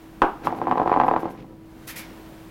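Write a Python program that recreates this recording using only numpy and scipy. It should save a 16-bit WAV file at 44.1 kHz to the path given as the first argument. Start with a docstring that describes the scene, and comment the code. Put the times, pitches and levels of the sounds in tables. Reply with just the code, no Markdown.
"""On a table in a small room, a foil-wrapped egg is flicked into a spin. It knocks once, tumbles on
its side with a rattle of dull taps, then rises on its tip and whirls with a faint pulsing murmur.
Each impact crushes the foil, sends a bending wave through the tabletop and excites its modes.
A few airy swishes, likely sleeves, pass over a low hum, a rumble and a hiss that sinks in the rattle."""
import sys
import numpy as np
from scipy import signal
from scipy.fft import rfft, irfft
from scipy.io import wavfile

SR = 44100
rng = np.random.default_rng(int(sys.argv[2]) if len(sys.argv) > 2 else 0)


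def unload_audio(sound):
    """Save the sound as a 16-bit wav file, at the path given as the first command line argument."""
    columns = np.transpose(np.atleast_2d(sound))
    # keep every value between -1 and 1, then stretch to whole-number steps
    steps = np.round(np.clip(columns, -1, 1) * 32767)
    wavfile.write(sys.argv[1], SR, steps.astype(np.int16))


N = 110250
T = np.arange(N) / SR
RESPONSE_N = 32768  # samples in an impulse response

# taps of the tumbling egg: start_s, level_db, hardness_db
TAPS = [(.4706, -6.5, -2.5), (.5047, -22, 3), (.5248, -15.5, -8), (.5552, -33.5, -16), (.6154, -11.5, -5),
        (.6221, -17.5, -18), (.6545, -26, 5), (.6701, -8.5, -4), (.6816, -11.5, -6), (.712, -5.5, 2),
        (.7229, -8.5, -9), (.7555, -14.5, -7.5), (.7737, -11, -10.5), (.7795, -13, 0.5), (.798, -6, -5.5),
        (.8158, -9, -10), (.8591, -11, -16), (.8754, -8.5, -2.5), (.895, -11.5, -3), (.9161, -4, -7.5),
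        (.9273, -9, 1.5), (.9394, -7, 0.5), (.9618, -7, -10), (.9725, -8, -8), (.9995, -2.5, -2),
        (1.0133, -6.5, 2), (1.0207, -17.5, -12), (1.0352, -7, -2), (1.0446, -11, -4.5), (1.0666, -14, -5),
        (1.0811, -6.5, -2), (1.0851, -6.5, -9), (1.112, -6, -5.5), (1.1377, -7, -1), (1.1624, -5.5, -4.5),
        (1.231, -18, -19), (1.2551, -15.5, -15), (1.281, -30, 1), (1.350, -36.5, 2), (1.4438, -37.5, -12)]
# spectrum of one tap: frequency_hz, gain_db
TAP_SPECTRUM = [(40, -28), (130, -13), (300, -12.5), (600, -9.5), (770, 1.5), (1050, -1.5), (1380, -15.5),
                (2000, -21.5), (4500, -46.5), (8000, -68), (15000, -62)]
# the launching knock and its rebounds: start_s, level_db, hardness_db
KNOCKS = [(.2188, -0.5, 0.5), (.2228, -10, -12.5), (.2262, -4, -2.5)]
# spectrum of the knock: frequency_hz, gain_db
KNOCK_SPECTRUM = [(35, -10.5), (265, -8), (370, 3), (540, -13), (830, 3), (1170, -1.5), (1550, -7.5),
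                  (2000, -20.5), (2950, -23), (4300, -40), (10000, -53.5)]
# reflections from the table's edges: delay_s, gain_db, cutoff_hz
EDGE_REFLECTIONS = [(.0039, -7.5, 1004), (.007, -12, 1900)]
# modes of the tabletop: pitch_hz, gain_db
TABLE_MODES = [(249, -6), (323, 0), (348, -3), (440, -5), (530, -7.5), (712, -3.5), (774, -5.5),
               (1005, -3.5), (1094, -11), (1303, -9), (1590, -7)]
# envelope of the rolling contact: time_s, level_db
ROLL_ENVELOPE = [(0, -60.5), (.41, -45), (.46, -29), (.6, -35.5), (.7, -31), (1.17, -32.5), (1.28, -35.5),
                 (1.35, -43), (1.54, -49), (1.65, -63), (2.17, -48), (2.5, -59)]
# spectrum of the rolling contact: frequency_hz, gain_db
ROLL_SPECTRUM = [(40, -33.5), (100, -8), (200, 1.5), (350, -4), (520, -2.5), (800, -8.5), (1250, -13),
                 (2300, -23), (15000, -62)]
# scuffs of foil on the table: centre_s, half_width_s, level_db
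SCUFFS = [(0.457, 0.021, -40), (1.399, 0.036, -53)]
# spectrum of a scuff: frequency_hz, gain_db
SCUFF_SPECTRUM = [(300, 2), (1100, 4.5), (1850, 3), (2450, 3), (3100, -1.5), (5500, -10), (9000, -29)]
# airy swishes: start_s, attack_s, hold_s, level_db
SWISHES = [(0.439, 0.014, 0.0054, -47), (0.541, .03, .006, -58), (1.058, .005, .006, -57),
           (1.182, 0.022, 0.0045, -53.5), (1.289, 0.018, .005, -55.5), (1.87, 0.007, 0.027, -37),
           (1.956, 0.0088, 0.027, -36.5)]
# spectrum of a swish: frequency_hz, gain_db
SWISH_SPECTRUM = [(300, -25.5), (1000, -4.5), (2100, 5.5), (3000, -2), (6000, -3), (9000, -6.5),
                  (10800, -0.5), (12700, 0.5), (15500, -8)]
# partials of the hum: pitch_hz, level_db
HUM_PARTIALS = [(48.4, -56), (323, -48), (969, -67.5)]
# spectrum of the room's rumble: frequency_hz, gain_db
RUMBLE_SPECTRUM = [(20, -5), (45, 4.5), (70, -5), (120, 6.5), (260, 2), (600, -17), (1500, -70)]
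# spectrum of the hiss: frequency_hz, gain_db
HISS_SPECTRUM = [(700, 4.5), (1600, -2.5), (3000, -8), (5000, -14), (8000, -17.5), (12000, -17),
                 (16000, -14.5)]
# envelope of the hiss: time_s, level_db
HISS_ENVELOPE = [(0, -51.5), (.21, -51.5), (.25, -53.5), (.42, -52), (.65, -55), (1.2, -57), (1.6, -58.5),
                 (1.85, -49), (2.1, -47.5), (2.5, -49)]


def egg_impacts(blows, spectrum, ring_db, room_db, room_t60_s):
    """Dispersion: each blow launches a bending wave whose treble arrives first; echoes and modes follow."""
    travel_s, pivot_hz = 0.001573, 904  # travel time at 1 kHz; hardness tilts the sound about the pivot
    pitch_spread = 0.049  # the thud's pitch varies with the spot on the shell that lands
    hz = np.fft.rfftfreq(RESPONSE_N, 1 / SR)
    thud = minimum_phase(spectrum)
    bending = np.exp(-4j * np.pi * travel_s * np.sqrt(1000 * hz))
    bending /= np.abs(irfft(thud * bending)).max()
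    edges = sum(undb(db) * np.exp(-2j * np.pi * hz * delay_s) / (1 + (hz / cutoff_hz) ** 4)
                for delay_s, db, cutoff_hz in EDGE_REFLECTIONS)
    shared_tail = rfft(room_tail(room_t60_s))
    tilt = np.clip(np.log((hz + 1) / pivot_hz), -.5, 1)
    out = np.zeros(N + RESPONSE_N)
    for start_s, level_db, hardness_db in blows:
        detune = np.exp(pitch_spread * rng.standard_normal())
        wave = bending * np.interp(hz * detune, hz, thud)
        tail = (shared_tail + rfft(room_tail(room_t60_s))) / np.sqrt(2)  # echoes shift as the egg wanders
        paths = foil_crunch(hz) + edges + undb(room_db) * tail
        ring = undb(ring_db) * rfft(table_ring())
        blow = irfft(undb(hardness_db * tilt) * (wave * paths + ring))
        at = int((start_s - travel_s / 2) * SR)  # the treble front arrives at the start time
        out[at:at + RESPONSE_N] += undb(level_db) * blow
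    return out[:N]


def table_ring(t60_s=0.14, attack_s=0.0016):
    """Free vibration: the tabletop's damped modes ring with phases that depend on where the egg lands."""
    t = T[:RESPONSE_N]
    modes = sum(undb(db) * np.sin(2 * np.pi * (hz * t + rng.random())) for hz, db in TABLE_MODES)
    return modes * decay(t, t60_s) * (1 - np.exp(-t / attack_s))


def foil_crunch(hz, crossover_hz=3040, t60_s=0.029, gain_db=2):
    """Crushing of foil: a noise burst replaces the treble of the clean contact's spectrum."""
    burst = rng.standard_normal(RESPONSE_N) * decay(T[:RESPONSE_N], t60_s)
    crush = undb(gain_db) * rfft(burst) / np.sqrt(np.sum(burst ** 2))
    treble_share = hz ** 6 / (hz ** 6 + crossover_hz ** 6)
    return np.sqrt(1 - treble_share) + np.sqrt(treble_share) * crush


def egg_rolling(bumps_per_s=2300, ring_db=-38):
    """Roughness excitation: foil creases drive the table's modes; upright, the egg only murmurs."""
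    mid_rise_s, rise_s, murmur_cutoff_hz = 1.47, 0.32, 650
    wobble_hz, wobble_db, crest_s = 9.08, 3.5, 1.545
    bumps = clicks(bumps_per_s)
    ringing = coloured(bumps + undb(ring_db) * convolve(bumps, table_ring()), ROLL_SPECTRUM)
    wobble = undb(wobble_db * np.cos(2 * np.pi * wobble_hz * (T - crest_s)))
    murmur = unit_rms(lowpass(coloured(bumps, ROLL_SPECTRUM), murmur_cutoff_hz)) * wobble
    upright = np.clip((T - mid_rise_s) / rise_s + .5, 0, 1)
    return (np.sqrt(1 - upright) * ringing + np.sqrt(upright) * murmur) * envelope(ROLL_ENVELOPE)


def foil_scuffs(slips_per_s=4500):
    """Stick-slip friction: the foil catches as the egg leaves the fingers and as it rises on its tip."""
    level = sum(undb(db) * np.exp(-((T - centre_s) / half_s) ** 2) for centre_s, half_s, db in SCUFFS)
    return coloured(clicks(slips_per_s), SCUFF_SPECTRUM) * level


def swishes(release_t60_s=0.15, room_db=-0.5):
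    """Friction noise: short airy brushes, likely of sleeves, with a duller tail from the room."""
    level = np.zeros(N)
    for start_s, attack_s, hold_s, db in SWISHES:
        attack = np.clip((T - start_s) / attack_s, 0, 1)
        release = decay(np.maximum(T - start_s - attack_s - hold_s, 0), release_t60_s)
        level += undb(db) * attack * release
    direct = noise(SWISH_SPECTRUM) * level
    tail = lowpass(convolve(direct, room_tail(t60_s=0.44)), cutoff_hz=4000)
    return direct + undb(room_db) * tail


def room_tail(t60_s, low_cut_hz=176, build_s=0.00033):
    """Reverberation: a diffuse tail of unit energy; the small room holds no deep bass."""
    t = T[:RESPONSE_N]
    tail = rng.standard_normal(RESPONSE_N) * decay(t, t60_s) * (1 - np.exp(-t / build_s))
    tail = signal.sosfilt(signal.butter(2, low_cut_hz, "high", fs=SR, output="sos"), tail)
    return tail / np.sqrt(np.sum(tail ** 2))


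def background(rumble_db=-48.5):
    """Tonal and broadband noise: a hum as of a computer, room rumble, and hiss that sinks and returns."""
    hum = sum(np.sqrt(2) * undb(db) * np.sin(2 * np.pi * (hz * T + rng.random()))
              for hz, db in HUM_PARTIALS)
    rumble = undb(rumble_db) * noise(RUMBLE_SPECTRUM)
    hiss = envelope(HISS_ENVELOPE) * noise(HISS_SPECTRUM)
    return hum + rumble + hiss


def undb(db):
    return 10 ** (np.asarray(db) / 20)


def unit_rms(x):
    return x / np.sqrt(np.mean(x ** 2))


def decay(t, t60_s):
    return np.exp(-np.log(1000) * t / t60_s)


def envelope(points):
    return undb(np.interp(T, *np.array(points).T))


def gains(spectrum, size):
    hz, db = np.array(spectrum).T
    return undb(np.interp(np.log(np.fft.rfftfreq(size, 1 / SR) + 1), np.log(hz), db))


def minimum_phase(spectrum):
    """Causality: folding the cepstrum gives a frequency response with no sound ahead of the blow."""
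    cepstrum = irfft(np.log(gains(spectrum, RESPONSE_N)))
    return np.exp(rfft(2 * cepstrum[:RESPONSE_N // 2], RESPONSE_N) - cepstrum[0])


def coloured(x, spectrum):
    """Linear filtering: the signal weighted by a spectrum, at unit RMS."""
    return unit_rms(irfft(rfft(x) * gains(spectrum, N), N))


def noise(spectrum):
    return coloured(rng.standard_normal(N), spectrum)


def clicks(per_s):
    """Poisson process: independent clicks, mostly small, a few large."""
    return (rng.random(N) < per_s / SR) * rng.laplace(size=N)


def lowpass(x, cutoff_hz):
    return signal.sosfilt(signal.butter(2, cutoff_hz, fs=SR, output="sos"), x)


def convolve(x, response):
    return signal.fftconvolve(x, response)[:N]


def scene():
    """Superposition: knock, rattle, spin and the sounds of the room add in one channel."""
    knock = egg_impacts(KNOCKS, KNOCK_SPECTRUM, ring_db=-17.5, room_db=-1.5, room_t60_s=0.32)
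    spin = egg_rolling() + foil_scuffs()
    surroundings = swishes() + background()
    rattle = egg_impacts(TAPS, TAP_SPECTRUM, ring_db=-24.5, room_db=-6, room_t60_s=0.22)
    return (knock + rattle + spin + surroundings)[None]


def record(dry):
    """Soft saturation and band limiting: the loudest peaks are rounded and the top treble is cut."""
    ceiling, cutoff_hz = 0.78, 16000
    rounded = dry / (1 + (dry / ceiling) ** 4) ** .25
    return signal.sosfilt(signal.ellip(12, .1, 90, cutoff_hz, fs=SR, output="sos"), rounded)


dry = scene()
out = record(dry)
unload_audio(out)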